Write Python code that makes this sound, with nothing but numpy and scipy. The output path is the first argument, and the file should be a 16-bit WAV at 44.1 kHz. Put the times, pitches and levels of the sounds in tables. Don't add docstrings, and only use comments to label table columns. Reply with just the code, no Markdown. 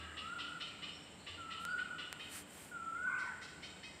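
import sys
import numpy as np
from scipy import signal
from scipy.fft import rfft, irfft, next_fast_len
from scipy.io import wavfile
from scipy.ndimage import map_coordinates

SR = 44100
rng = np.random.default_rng(int(sys.argv[2]) if len(sys.argv) > 2 else 0)


def output_pcm(signal):
    pcm = np.clip(np.atleast_2d(signal).T, -1, 1) * 32767
    wavfile.write(sys.argv[1], SR, np.round(pcm).astype(np.int16))


N = 176400

# frequency in Hz, relative level in dB.
RUMBLE_SPECTRUM = [(25, -30), (55, -9.5), (85, 1), (120, -5.5), (170, 2), (300, -4), (700, -7.5),
                   (1000, -11.5), (4000, -100)]
LEAF_SPECTRUM = [(500, -25), (1000, 0), (2200, 0), (3100, -3), (4000, -12), (5300, -15), (6200, -24),
                 (10000, -25), (15500, -27)]
INSECT_SPECTRUM = [(6400, -19.5), (7450, 0), (8000, -7), (8500, -2.5), (9000, -14.5), (12500, -100)]
BRUSH_SPECTRUM = [(300, -32), (1500, -1), (3500, -5.5), (6400, -8), (8600, 2), (10000, -5.5), (15500, -13)]
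TICK_SPECTRUM = [(400, -23), (1800, -2), (6000, -2.5), (9000, 6.5), (15000, 0)]
# frequency in Hz, time to fall 60 dB in seconds.
TREE_T60 = [(300, 0.25), (1400, 1.71), (8000, 1.34)]
# start in seconds, pitch in Hz, level in dB, time to fall 60 dB in seconds.
DISTANT_BOOMS = [(0, 78.5, -49.5, 0.92), (1.296, 88.7, -53, 0.72)]
# start in seconds, peak level in dB, treble cut in dB per octave.
NEAR_TICKS = [(1.652, -23, 3.5), (2.128, -21, 5)]
# start in seconds, length in seconds, level in dB.
BRUSH_STROKES = [(1.584, .08, -63.5), (2.099, .3, -69), (2.268, .19, -49), (2.415, 0.37, -57)]
# start and length in seconds, first and last pitch in Hz,
# level in dB, jitter as a fraction of the pitch.
THIN_GLIDES = [(0, 0.17, 1638, 1790, -54.5, .1), (.69, 0.066, 2550, 2223, -56.5, 0.03),
               (0.905, 0.08, 5200, 5600, -61, 0.02), (1.174, 0.088, 4000, 4350, -62.5, 0.043),
               (1.662, 0.085, 4420, 4820, -62.5, .03), (2.963, 0.024, 2066, 2120, -57, .01),
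               (3.094, 0.069, 2125, 2090, -55, 0.016)]
# frequency in Hz, relative gain in dB.
THROAT_RESPONSE = [(500, -28), (1200, -6.5), (2200, -16), (2550, 3.5), (2980, 5), (3400, -5.5), (4200, -10),
                   (4700, -19.5), (5500, -22.5), (6300, -39), (15000, -66)]
# start in seconds, level in dB, pitch in Hz, roughness ratio, treble lift in dB per octave.
SCOLD_CHACKS = [(-.05, -46.5, 579, 0.71, 4), (.166, -44.5, 577, 0.72, 6), (.384, -43.5, 598, 1, 8.5),
                (.599, -44, 633, 0.89, 10), (.818, -44.5, 612, 0.79, 8.5), (1.263, -46, 593, 0.83, 7.5),
                (1.501, -45.5, 591, 1.03, 5.5), (1.777, -50, 614, 0.74, 2.5), (1.98, -44, 593.3, 1.01, 4),
                (2.19, -47.5, 627.7, 0.61, 7), (3.182, -56.5, 648, 0.95, 27.5),
                (3.413, -52.5, 645, 0.83, 25), (3.623, -50, 624, 0.46, 19.5), (3.828, -50.5, 636, 0.2, 18)]
# time in seconds, pitch in Hz, level in dB, warble depth in Hz.
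WHISTLE_CONTOURS = [
    [(-.1, 1362, -52, 20), (.15, 1252, -54.5, 38)],
    [(.208, 1229, -42, 4.5), (.3, 1386, -45, 12), (.34, 1396, -45.5, 50), (.4, 1335, -48, 76),
     (.555, 1385, -48.5, 79), (.58, 1350, -42, 9.2)],
    [(1.372, 1420, -41.5, 8.2), (1.44, 1319, -47.5, 6), (1.58, 1312, -45, 6), (1.72, 1465, -39, 23),
     (1.8, 1441, -38.5, 46), (1.82, 1351, -50, 104), (1.97, 1374, -47, 96)],
    [(2.71, 1473, -42, 5.4), (2.785, 1350, -43.5, 6.2), (2.88, 1328, -41.5, 8.3), (3, 1433, -45, 20),
     (3.07, 1509, -38, 23), (3.15, 1442, -42, 90), (3.33, 1425, -54, 96)],
]
# time in seconds, pitch in Hz, level in dB.
RASP_CONTOUR = [(3.06, 1067, -55), (3.11, 1125, -48), (3.19, 1119, -52), (3.26, 1012, -53.5),
                (3.34, 872, -61)]


def amp(db):
    return 10 ** (np.asarray(db) / 20)


def unit(x):
    return x / np.sqrt(np.mean(x ** 2) + 1e-20)


def along(points, hz):
    f, v = np.transpose(points)
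    return np.interp(np.log(hz + 1), np.log(f + 1), v)


def wobble(rate, size):
    return map_coordinates(rng.standard_normal(size // 16 + 8), [np.arange(size) * rate / SR + 2],
                           mode="wrap")


def filtered(x, gain):
    m = next_fast_len(len(x) + 4096)
    return irfft(rfft(x, m) * gain(np.fft.rfftfreq(m, 1 / SR)), m)[:len(x)]


def noise(spectrum, size):
    return unit(filtered(rng.standard_normal(size), lambda hz: amp(along(spectrum, hz))))


def phase(hz):
    return 2 * np.pi * np.cumsum(hz) / SR


def clock(length):
    return np.arange(int(length * SR)) / SR


def gesture(rows):
    times, *columns = np.transpose(rows)
    t = clock(times[-1] - times[0])
    gate = np.clip(np.minimum(t, t[-1] - t) / 0.0039, 0, 1)
    return times[0], gate, [np.interp(t + times[0], times, c) for c in columns]


def add(out, start, x):
    i = round(start * SR)
    x = x[max(-i, 0):N - i]
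    out[max(i, 0):][:len(x)] += x


def garden(x, tail_db=0, early_t60=0.7, wall_s=0.057):
    t = clock(1)
    early = rng.standard_normal(len(t)) * amp(-60 * t / early_t60)
    hz, frame_s, bands = signal.stft(rng.standard_normal(len(t)), SR, nperseg=256)
    decay = amp(-60 * frame_s / along(TREE_T60, hz)[:, None])
    late = signal.istft(bands * decay, SR, nperseg=256)[1][:len(t)]
    response = amp(-2) * early / np.linalg.norm(early) + amp(tail_db - 4.5) * late / np.linalg.norm(late)
    response[round(wall_s * SR)] += amp(-9)
    response[0] += 1
    return signal.fftconvolve(x, response)[:N]


def rumble():
    return amp(-59) * noise(RUMBLE_SPECTRUM, N)


def leaves():
    return amp(-62.5) * noise(LEAF_SPECTRUM, N)


def insects():
    return amp(-66 + 0.9 * wobble(60, N)) * noise(INSECT_SPECTRUM, N)


def hum(hz=296):
    return amp(-67.5 + 5.5 * wobble(4.17, N)) * np.sin(phase(hz + 2 * wobble(8, N)))


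def booms(attack_s=0.0021):
    out = np.zeros(N)
    t = np.arange(N) / SR
    for start, hz, db, t60 in DISTANT_BOOMS:
        envelope = amp(db - 60 * t / t60) * (1 - np.exp(-t / attack_s))
        add(out, start, envelope * np.sin(2 * np.pi * hz * t))
    return out


def ticks(decay_s=.00004):
    out = np.zeros(N)
    t = clock(.01) - .005
    impulse = (t > 0) * np.exp(-np.abs(t) / decay_s)
    for start, db, cut_db in NEAR_TICKS:
        snap = filtered(impulse, lambda f: amp(along(TICK_SPECTRUM, f) - cut_db * np.log2(f + 500)))
        add(out, start + t[0], amp(db) * snap / np.abs(snap).max())
    return out


def brushing():
    out = np.zeros(N)
    for start, length, db in BRUSH_STROKES:
        progress = clock(length) / length
        add(out, start, amp(db) * np.sin(np.pi * progress) ** 2 * noise(BRUSH_SPECTRUM, len(progress)))
    return out


def thin_glides():
    out = np.zeros(N)
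    for start, length, first_hz, last_hz, db, jitter in THIN_GLIDES:
        progress = clock(length) / length
        hz = (first_hz + (last_hz - first_hz) * progress) * (1 + jitter * wobble(400, len(progress)))
        add(out, start, amp(db) * np.sqrt(np.sin(np.pi * progress)) * np.sin(phase(hz)))
    return out


def beak_squeak(t, jitter_hz, centre_hz=1986.5, swing_hz=126, length_s=0.0241):
    opening = np.minimum(t / length_s, 1)
    hz = centre_hz + swing_hz * (2 * opening - 1 + wobble(jitter_hz, len(t)))
    return amp(-49.5) * np.sin(np.pi * opening) * np.sin(phase(hz))


def scolder(attack_s=0.0091, hold_s=0.025, release_s=0.024, jitter_hz=497):
    out = np.zeros(N)
    t = clock(hold_s + 4 * release_s)
    envelope = (1 - np.exp(-t / attack_s)) * np.exp(-np.maximum(t - hold_s, 0) / release_s)
    scoop = 1 - 0.198 * np.exp(-t / 0.0061)
    for start, db, hz, rough, lift_db in SCOLD_CHACKS:
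        cycle = phase(hz * scoop * (1 + rough * 0.0423 * wobble(jitter_hz, len(t))))
        pulses = unit(sum(np.cos(k * cycle + rng.normal()) for k in range(1, 17)))
        puffs = unit(rng.standard_normal(len(t)) * (1 + np.cos(cycle)))
        throat = lambda f: amp(along(THROAT_RESPONSE, f) + lift_db * np.log2(np.clip(f, 2500, 7500)))
        voice = unit(filtered(pulses + rough * puffs, throat))
        chack = amp(db) * voice * envelope + beak_squeak(t, jitter_hz)
        add(out, start, garden(chack, tail_db=1))
    return out


def rasp(jitter_hz=332, opens_db_per_s=48):
    out = np.zeros(N)
    start, gate, (hz, db) = gesture(RASP_CONTOUR)
    n = len(gate)
    cycle = phase(hz * (1 + 0.07 * wobble(jitter_hz, n)))
    voice = np.sin(cycle) + amp(-8.5 + opens_db_per_s * np.arange(n) / SR) * np.sin(2 * cycle)
    flutter = 1 + .45 * wobble(jitter_hz, n)
    add(out, start, gate * amp(db) * voice * flutter)
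    return out


def whistler(warble_hz=26.5, attack_s=.018, db_per_hz=.033, flutter_db=1.8):
    out = np.zeros(N)
    for contour in WHISTLE_CONTOURS:
        start, gate, (hz, db, depth_hz) = gesture(contour)
        n = len(gate)
        swing_hz = depth_hz * np.sin(phase(warble_hz * (1 + .06 * wobble(warble_hz, n))))
        swell = 1 - np.exp(-np.arange(n) / SR / attack_s)
        level_db = db + db_per_hz * swing_hz + flutter_db * wobble(109.7, n)
        add(out, start, gate * swell * amp(level_db) * np.sin(phase(hz + swing_hz)))
    return out


def scene():
    birds = garden(whistler() + rasp(), tail_db=-2.5)
    birds += scolder() + garden(thin_glides())
    mid = birds + ticks() + brushing() + rumble() + leaves() + insects() + hum() + booms()
    side = amp(-20) * rumble()
    return np.array([mid + side, mid - side])


def record(dry, top_hz=15600):
    return np.array([filtered(channel, lambda hz: hz < top_hz) for channel in dry])


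dry = scene()
out = record(dry)
output_pcm(out)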